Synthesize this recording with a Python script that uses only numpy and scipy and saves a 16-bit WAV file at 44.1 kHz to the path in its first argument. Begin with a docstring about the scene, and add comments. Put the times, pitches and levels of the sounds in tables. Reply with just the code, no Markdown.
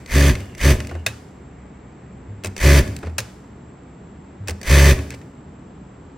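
"""A small double click, and an industrial lockstitch machine bursts into the first of four short runs,
close by in a small workshop. At about 70 stitches a second the shaft shakes the table while needle bar,
hook and feed clatter once a turn; each run ends in a jolt and the click of the pedal springing back.
Twice the pedal is heeled back: the presser foot clacks up, waits, then rattles down again.
Behind it all lie fan-stirred air, a low motor hum and a thin whine from the drive."""
import sys
import numpy as np
from scipy import signal
from scipy.fft import rfft, irfft, next_fast_len
from scipy.io import wavfile

SR = 44100
rng = np.random.default_rng(int(sys.argv[2]) if len(sys.argv) > 2 else 0)


def to_wav(sig):
    """Store sig (one row per channel, or 1-D mono) as 16-bit WAV at the path in sys.argv[1].

    Samples outside -1..1 are clipped; the rate is SR.
    """
    pcm = np.clip(np.atleast_2d(sig), -1, 1) * 32767
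    pcm = np.round(pcm).astype(np.int16)
    wavfile.write(sys.argv[1], SR, pcm.T)  # frames by channels


N = 272097
T = np.arange(N) / SR
FFT_SIZE = next_fast_len(N + SR, real=True)
HZ = np.maximum(np.arange(FFT_SIZE // 2 + 1) * SR / FFT_SIZE, 1)
STITCH_HZ, RUN_UP_S = 70.1, .086
TABLE_LAG_S = .00595   # the heavy table follows the shaft a little late


# The runs of stitching. Each row: start, time at full speed and braking time in seconds, shake in dB,
# rocking at four a turn in dB against the shake, boost of the harmonics above the fourth in dB,
# thrum in dB, clatter in dB.
RUNS = [(0.070, 0.14, 0.092, -12.5, -11.5, -4.5, -23.5, -21.5),
        (0.566, 0.06, 0.093, -11.5, -14.5, -1, -21.5, -20.5),
        (2.564, .140, 0.07, -10.5, -16, 0.5, -21, -19), (4.629, 0.2, .064, -10, -21, -3, -21.5, -18)]
def shaft(start, hold, braking):
    """The servo ramps up, holds and brakes; gives the moving samples, share of full speed and turns."""
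    speed = np.interp(T, start + np.cumsum([0, RUN_UP_S, hold, braking]), [0, 1, 1, 0])
    moving = speed > 0
    return moving, speed[moving], np.cumsum(speed[moving]) * STITCH_HZ / SR


def contacts(turns, places, weights, slop_s=.00008, uneven_db=3):
    """Every turn repeats the same round of metal contacts, a little uneven in time and force."""
    due = np.arange(int(turns[-1]) + 1)[:, None] + places
    when = np.interp(due, turns, np.arange(len(turns))) + slop_s * SR * rng.standard_normal(due.shape)
    force = from_db(uneven_db * rng.standard_normal(due.shape)) * (due < turns[-1])
    samples = np.clip(when, 0, len(turns) - 1).astype(int).ravel()
    return np.array([rms_one(np.bincount(samples, (force * w).ravel(), len(turns))) for w in weights])


# The tone of the clatter. Each row: frequency in Hz, relative level in dB.
CLATTER_TONE = [(100, -13), (300, -15.5), (560, 4.5), (800, -11), (950, -1.5), (1400, -5), (1700, 1.5),
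                (2400, -0.5), (2800, -5), (5300, -10.5), (6400, -12.5), (7200, -12), (10000, -13),
                (16000, -20.5)]
# The cast head and needle plate ring here. Each row: frequency in Hz, width in Hz, boost in dB.
HEAD_RINGS = [(379, 29, 9), (1656, 20, 7), (1790, 120, 6), (2022, 71, 7), (2140, 25, 3.5), (2302, 34, 5),
              (2513, 55, 8.5), (3070, 110, 4), (3530, 120, 5), (4630, 340, 6.5), (6020, 550, 8),
              (6300, 100, 4.5), (8040, 330, 3), (9300, 190, -3.5)]
def needle_clatter(count=50, rub_db=-5, throb=.7, easing_db=-20, echo_ring_share=.5):
    """Needle bar, hook and feed strike the head; gives the close sound and an echo that rings less."""
    places, weights = rng.random(count), rng.choice([-1, 1], (2, count))
    clatter = np.zeros((2, N))
    for start, hold, braking, *_, clatter_db in RUNS:
        moving, speed, turns = shaft(start, hold, braking)
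        # thread and cloth rub between the contacts, hardest once a turn
        rub = from_db(rub_db) * noise(len(turns)) * (1 + throb * np.cos(2 * np.pi * turns))
        # once the drive lets go, the contacts ease off faster than the shaft slows
        braked = np.maximum(T[moving] - start - RUN_UP_S - hold, 0) / braking
        force = from_db(clatter_db + easing_db * braked) * speed ** 1.22
        clatter[:, moving] += force * (contacts(turns, places, weights) + rub) / np.sqrt(2)
    softened = [(hz, width, echo_ring_share * db) for hz, width, db in HEAD_RINGS]
    echo = workshop(body(clatter, CLATTER_TONE, softened), wet_db=-16)
    return body(clatter, CLATTER_TONE, HEAD_RINGS), echo


# The low drone of head and table. Each row: multiple of the shaft rate, relative level in dB.
SHAKE_HARMONICS = [(1, 0.5), (2, -7), (3, -24.5), (5, -19.5), (6, -26), (7, -51), (8, -25), (9, -23.5)]
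def table_shake():
    """Out-of-balance forces shake head and table, growing steeply with shaft speed."""
    shake = np.zeros(N)
    for start, hold, braking, shake_db, rocking_db, upper_db, *_ in RUNS:
        moving, speed, turns = shaft(start, hold, braking)
        harmonics = sum(from_db(db + upper_db * (k > 4)) * np.sin(2 * np.pi * k * turns)
                        for k, db in SHAKE_HARMONICS + [(4, rocking_db)])
        shake[moving] += np.sqrt(2) * from_db(shake_db) * speed ** 2.8 * harmonics
    return late(shake, TABLE_LAG_S)


# The tone of the table top's thrum. Each row: frequency in Hz, relative level in dB.
THRUM_TONE = [(30, -45), (55, -30.5), (95, 9.5), (170, 2), (230, 1), (310, -7), (380, -1), (470, -8),
              (600, -5.5), (760, -13.5), (1500, -37)]
def table_thrum():
    """The turning shaft stirs a rough rumble in the table top; gives the close sound and its echo."""
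    thrum = np.zeros((2, N))
    for start, hold, braking, *_, thrum_db, _ in RUNS:
        moving, speed, _ = shaft(start, hold, braking)
        thrum[:, moving] += from_db(thrum_db) * speed ** 3.3 * noise(len(speed))
    thrum = late(thrum, TABLE_LAG_S)
    return body(thrum, THRUM_TONE, HEAD_RINGS), workshop(body(thrum, THRUM_TONE), wet_db=-9.5)


def start_scrape(level_db=-30):
    """While the motor pulls up to speed, the loaded drive scrapes in the head's main resonance."""
    ramp_s = RUN_UP_S * np.array([0, .35, .65, 1])
    torque = sum(np.interp(T, start + ramp_s, [.0098, .23, 1, 0]) for start, *_ in RUNS)
    return from_db(level_db) * torque * noise_band(centre_hz=2000, width_hz=550)


# The tone of a small steel tick. Each row: frequency in Hz, relative level in dB.
TICK_TONE = [(150, -19), (500, 4.5), (1100, -9.5), (1600, -2.5), (2100, 0.5), (3200, -8.5), (4500, -6.5),
             (6000, -7.5), (7200, -11), (8200, -7.5), (10000, -17), (16000, -21.5)]
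# The double clicks. Each row: start in seconds, first click in dB, gap in seconds, second click in dB.
START_CLICKS = [(0.060, -31, 0.014, -41.5), (0.549, -33.5, 0.03, -32), (2.564, -22.5, .014, -23),
                (4.613, -27.5, .017, -24)]
def start_clicks(t60=.023):
    """As each run begins, the linkage takes up its slack in two clicks inside the head."""
    clicks = sum(tick(start, first_db, t60) + tick(start + gap, second_db, t60)
                 for start, first_db, gap, second_db in START_CLICKS)
    return body(clicks, TICK_TONE, HEAD_RINGS)


# The levers ring here. Each row: frequency in Hz, width in Hz, boost in dB.
LEVER_RINGS = [(2125, 159, 3), (2580, 210, 7.5), (8170, 450, 3)]
# The stop after each run. Each row: start in seconds, click in dB, brightness in dB, jolt in dB.
SHAFT_STOPS = [(0.352, -29, -12, -37), (0.802, -26, -11.5, -35), (2.876, -30.5, -3.5, -35.5),
               (4.989, -34.5, -10, -31.5)]
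def stop_clicks():
    """The shaft locks with a click and one bounce, from parts too small to make much bass."""
    clicks = sum(bouncing(start, db, t60=.024, bright_db=bright_db, gap=.045, loss_db=14, count=2)
                 for start, db, bright_db, _ in SHAFT_STOPS)
    return body(butter_filter(clicks, 1000, "high"), TICK_TONE, LEVER_RINGS)


# The head's low modes on its table. Each row: pitch in Hz, dB against the jolt, t60 in seconds.
JOLT_MODES = [(74.5, 11.5, 0.44), (135.4, -6, 0.26), (278, -1.5, 0.99), (365, 2, 0.21), (620, -5, 0.32),
              (1115, -9, .15)]
def head_jolts(lead_s=.024):
    """As the shaft locks, the head rocks and its low modes ring out."""
    return sum(boom(stop - lead_s, jolt_db + db, hz, swell=.019, t60=t60)
               for stop, *_, jolt_db in SHAFT_STOPS for hz, db, t60 in JOLT_MODES)


# The pedal's return after each run. Each row: start in seconds, level in dB, bounce gap in seconds.
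PEDAL_RELEASES = [(0.404, -34.5, 0.052), (0.870, -30, 0.041), (2.964, -25.5, .024), (5.104, -26, .042)]
def pedal_releases(chatter_db=-17):
    """The pedal springs back to rest with a bright click, bounces and rattles its rod."""
    clicks = 0
    for start, db, gap in PEDAL_RELEASES:
        clicks += bouncing(start, db, t60=.017, bright_db=5.5, gap=gap, loss_db=12)
        clicks += loose_rod(start, db + chatter_db)
    return body(clicks, TICK_TONE, LEVER_RINGS)


def loose_rod(start, level_db, length_s=.14, fade_db=12, count=7):
    """The pedal's rod chatters at random, ever more faintly."""
    return sum(tick(start + length_s * share, level_db - fade_db * share, t60=.048, bright_db=-12)
               for share in rng.random(count))


# The tone of the lifter's clack. Each row: frequency in Hz, relative level in dB.
CLACK_TONE = [(120, -13.5), (300, -2.5), (550, 9), (760, -2.5), (1200, -6.5), (1600, -1), (2100, -4.5),
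              (2600, 2), (3100, -8), (4800, -6.5), (6400, -7), (10000, -14), (16000, -21.5)]
# The presser foot and its bar ring here. Each row: frequency in Hz, width in Hz, boost in dB.
FOOT_RINGS = [(1640, 90, 7), (1900, 120, 8), (2570, 160, 8), (3750, 220, 9)]
# The foot snaps up. Each row: start in seconds, level in dB, t60 in seconds,
# rebound in dB against the snap, extra boost of the bar's upper rings in dB.
FOOT_LIFTS = [(1.0630, -6, 0.03, -21.5, 2.5), (3.1816, -11, 0.053, -6.5, -8)]
def foot_lifts(rebound_s=.021, buzz_db=-15):
    """The lifter snaps home, rebounds once and the bar buzzes; gives the clacks and the table's boom."""
    clacks, table = 0, 0
    lowest, *upper = FOOT_RINGS
    for start, db, t60, rebound_db, ring_db in FOOT_LIFTS:
        snap = blow(start, db, t60, attack=.0014) + blow(start + rebound_s, db + rebound_db, t60=.019)
        buzz = blow(start, db + buzz_db, t60=.12, attack=.013)
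        rings = [lowest] + [(hz, width, boost_db + ring_db) for hz, width, boost_db in upper]
        clacks += body(butter_filter(snap, 900, "high") + buzz, CLACK_TONE, rings)
        table += boom(start, level_db=-27, hz=112, swell=.02, t60=.26)
    return clacks, table


# The tone of a dull knock on the table. Each row: frequency in Hz, relative level in dB.
KNOCK_TONE = [(100, -8), (380, 1.5), (520, -3), (690, -4), (900, -11), (1700, -13.5), (2500, -23),
              (6000, -39), (14000, -61)]
def pedal_heel(lead_s=.152, travel_s=.04):
    """Before each lift the heel knocks the pedal back, then onto its end stop; gives knocks and boom."""
    knocks, taps, table = 0, 0, 0
    for lift, *_ in FOOT_LIFTS:
        start = lift - lead_s
        end_stop = start + travel_s
        knocks += blow(start, level_db=-27.5, t60=.115) + blow(end_stop, level_db=-28, t60=.082)
        taps += tick(end_stop, level_db=-45, t60=.023, bright_db=-12.5)
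        table += boom(start, level_db=-22, hz=81.4, swell=.05, t60=.46)
    return body(knocks, KNOCK_TONE) + body(taps, TICK_TONE, LEVER_RINGS), table


# The foot drops onto the cloth. Each row: landing time in seconds, level in dB,
# the pedal's head start in seconds, pitch of the table's boom in Hz.
FOOT_LANDINGS = [(2.445, -22, .168, 95), (4.482, -20.5, 0.089, 81.2)]
def foot_landings(unlatch_s=.0087):
    """The pedal stirs the table, the lifter lets go, the foot lands bouncing; gives rattle and boom."""
    taps, knocks, table = 0, 0, 0
    for landing, db, pedal_lead, table_hz in FOOT_LANDINGS:
        taps += tick(landing - unlatch_s, db - 6, t60=.033, bright_db=-.5)
        taps += bouncing(landing, db, t60=.033, bright_db=4.5, gap=.012, loss_db=3.5)
        knocks += blow(landing, db - 5, t60=.16)
        table += boom(landing - pedal_lead, db - 6, hz=101.1, swell=.025, t60=.6)
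        table += boom(landing, db - 1, table_hz, swell=.036, t60=.25)
        table += boom(landing, db - 13.5, hz=198.6, swell=.041, t60=.56)
    return body(taps, TICK_TONE, LEVER_RINGS) + body(knocks, KNOCK_TONE), table


# The tone the lifted foot sends into the room. Each row: frequency in Hz, relative level in dB.
LIFT_ECHO_TONE = [(150, -23), (500, -8.5), (1500, -5), (4500, -11), (9000, -15.5), (16000, -28)]
def lift_echo():
    """The room takes the lifter's clack from all sides at once, as one sharp crack."""
    cracks = np.zeros((2, N))
    cracks[:, [int(start * SR) for start, *_ in FOOT_LIFTS]] = 1
    return workshop(body(cracks, LIFT_ECHO_TONE), wet_db=-10, onset=.007)


# The workshop's reverb tail. Each row: frequency in Hz, t60 in seconds.
ROOM_DECAY = [(100, 1), (400, 0.71), (1500, 0.66), (4000, 0.46), (8000, 0.88), (14000, 0.59)]
def workshop(x, wet_db, onset=.0035, dull_hz=9000):
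    """The diffuse echo alone builds quickly and dies band by band; piles of cloth soak up the top."""
    age, edges = T[:SR], np.geomspace(40, 18000, num=9)
    white, tail = rng.standard_normal((2, 2, SR)), 0
    for k, (low, high) in enumerate(zip(edges, edges[1:])):
        band = butter_filter(white[k % 2], [low, high], "band")
        hz = np.sqrt(low * high)
        tail += band * from_db(-60 * age / at_hz(ROOM_DECAY, hz)) / np.hypot(1, hz / dull_hz)
    build_up = 1 - np.exp(-(age / onset) ** 2)
    response = rms_one(tail * build_up) / np.sqrt(SR)
    return from_db(wet_db) * signal.fftconvolve(x, response, axes=1)[:, :N]


def faint_ring(start=.3, end=1.04, fade_s=.04, level_db=-58.5):
    """A faint, narrow band of noise hangs on from late in the first run until after the second."""
    envelope = np.clip(np.minimum(T - start, end - T) / fade_s, 0, 1)
    return from_db(level_db) * envelope * noise_band(centre_hz=2830, width_hz=230)


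# The tone of the workshop's air. Each row: frequency in Hz, relative level in dB.
AIR_TONE = [(20, -36), (32, -12.5), (53, -8.5), (75, 2), (95, -8), (120, -0.5), (256, -4.5), (300, -7),
            (443, -10.5), (520, -16.5), (858, -18.5), (1950, -28), (5320, -45), (7000, -45), (9100, -69.5),
            (15400, -77)]
# The hums and the whine. Each row: frequency in Hz, width in Hz, level in dB.
MOTOR_HUMS = [(62.15, 3.5, -50.5), (189, 5, -53.5), (268.8, 5.5, -59), (7540, 500, -68.5)]
def room_tone(air_db=-41.5):
    """Fan-stirred air, with motor hums and the drive's thin whine wavering as narrow bands of noise."""
    air = from_db(air_db) * body(noise(), AIR_TONE)
    bands = sum(from_db(db) * rms_one(1 / (1 + (2 * (HZ - hz) / width) ** 4))
                for hz, width, db in MOTOR_HUMS)
    return air + irfft(rfft(noise(FFT_SIZE)) * bands, FFT_SIZE)[:, :N]


def blow(start, level_db, t60, attack=.002):
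    """One contact: a dense buzz of vibration that dies away, in two unrelated channels."""
    out, first = np.zeros((2, N)), int(start * SR)
    age = T[:min(SR // 2, N - first)]
    envelope = np.minimum(age / attack, 1) * from_db(level_db - 60 * age / t60)
    out[:, first:first + len(age)] = envelope * noise(len(age))
    return out


def tick(start, level_db, t60, bright_db=0, pivot_hz=3000):
    """A small steel part taps the head, duller or brighter about a middle pitch."""
    tap = blow(start, level_db, t60, attack=.0016)
    low = butter_filter(tap, pivot_hz, "low", order=1)
    return low * from_db(-bright_db) + (tap - low) * from_db(bright_db)


def bouncing(start, level_db, t60, bright_db, gap, loss_db, count=3):
    """A tick and its bounces, each weaker than the last."""
    return sum(tick(start + k * gap, level_db - k * loss_db, t60, bright_db) for k in range(count))


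def boom(start, level_db, hz, swell, t60):
    """A push swells one of the table's low vibrations, which then dies."""
    out, first, age = np.zeros(N), int(start * SR), T[:SR]
    envelope = np.minimum(age / swell, 1) * from_db(level_db - 60 * np.maximum(age - swell, 0) / t60)
    out[first:first + SR] = envelope * np.sin(2 * np.pi * hz * age)
    return out


def body(x, tone, rings=()):
    """Play x through a body with a broad tone and resonant peaks; white noise keeps its power."""
    peaks_db = sum(db / (1 + (2 * (HZ - hz) / width) ** 2) for hz, width, db in rings)
    gain = rms_one(from_db(at_hz(tone, HZ) + peaks_db))
    # minimum phase, so the ringing follows the hit
    cepstrum = irfft(np.log(gain), FFT_SIZE)
    cepstrum[1:FFT_SIZE // 2] *= 2
    cepstrum[FFT_SIZE // 2 + 1:] = 0
    return irfft(rfft(x, FFT_SIZE) * np.exp(rfft(cepstrum)), FFT_SIZE)[..., :N]


def noise(length=N):
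    """Two unrelated channels of white noise."""
    return rng.standard_normal((2, length))


def noise_band(centre_hz, width_hz):
    """A band of noise at unit power."""
    return rms_one(butter_filter(noise(), [centre_hz - width_hz / 2, centre_hz + width_hz / 2], "band"))


def butter_filter(x, hz, kind, order=2):
    """A gentle low, high or band pass; the tiny offset keeps silence quick to compute."""
    return signal.sosfilt(signal.butter(order, hz, kind, fs=SR, output="sos"), x + 1e-18)


def late(x, lag):
    """Delay by lag seconds."""
    return np.roll(x, int(lag * SR), axis=-1)


def from_db(db):
    """Decibels to gain."""
    return 10 ** (np.asarray(db) / 20)


def rms_one(x):
    """Scale to unit power."""
    return x / np.sqrt(np.mean(x ** 2) + 1e-20)


def at_hz(points, hz):
    """Read a table on a log-frequency axis."""
    frequencies, values = np.transpose(points)
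    return np.interp(np.log(hz), np.log(frequencies), values)


# The stereo width of diffuse sound. Each row: frequency in Hz, side against mid in dB.
STEREO_WIDTH = [(150, -39.5), (300, -12), (450, -7), (600, -5), (1350, -2), (1600, -14), (1950, -11.5),
                (2500, -5.5), (3300, -5.5), (3900, -10.5), (4700, -7), (6000, -2), (8000, -1),
                (16000, -0.2)]
def stereo(pair, narrowing=.99):
    """Two unrelated signals become mid and side, then left and right; more narrowing leaves less side."""
    mid, side = rfft(pair, FFT_SIZE)
    side = side * from_db(narrowing * at_hz(STEREO_WIDTH, HZ))
    return irfft(np.array([mid + side, mid - side]), FFT_SIZE)[:, :N]


def scene():
    """The machine close and narrow, the room wide around it, the table's low end in the centre."""
    clatter, clatter_echo = needle_clatter()
    thrum, thrum_echo = table_thrum()
    clacks, lift_boom = foot_lifts()
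    heel, heel_boom = pedal_heel()
    landing, landing_boom = foot_landings()
    small_parts = start_clicks() + stop_clicks() + pedal_releases() + heel + landing
    near = clatter + thrum + start_scrape() + clacks + small_parts
    echo = clatter_echo + thrum_echo + workshop(small_parts, wet_db=-20) + lift_echo()
    lingering = body(blow(0, level_db=-54.5, t60=.6), TICK_TONE)   # the room still rings at the opening
    diffuse = echo + lingering + faint_ring() + room_tone()
    table = table_shake() + head_jolts() + lift_boom + heel_boom + landing_boom
    return stereo(near, narrowing=1.94) + stereo(diffuse) + table


def record(dry, cutoff_hz=16000):
    """A soft clip rounds off the highest peaks and a steep filter cuts the top."""
    rounded = dry / (1 + dry ** 8) ** (1 / 8)
    return signal.sosfilt(signal.ellip(10, .2, 80, cutoff_hz, fs=SR, output="sos"), rounded)


dry = scene()
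out = record(dry)
to_wav(out)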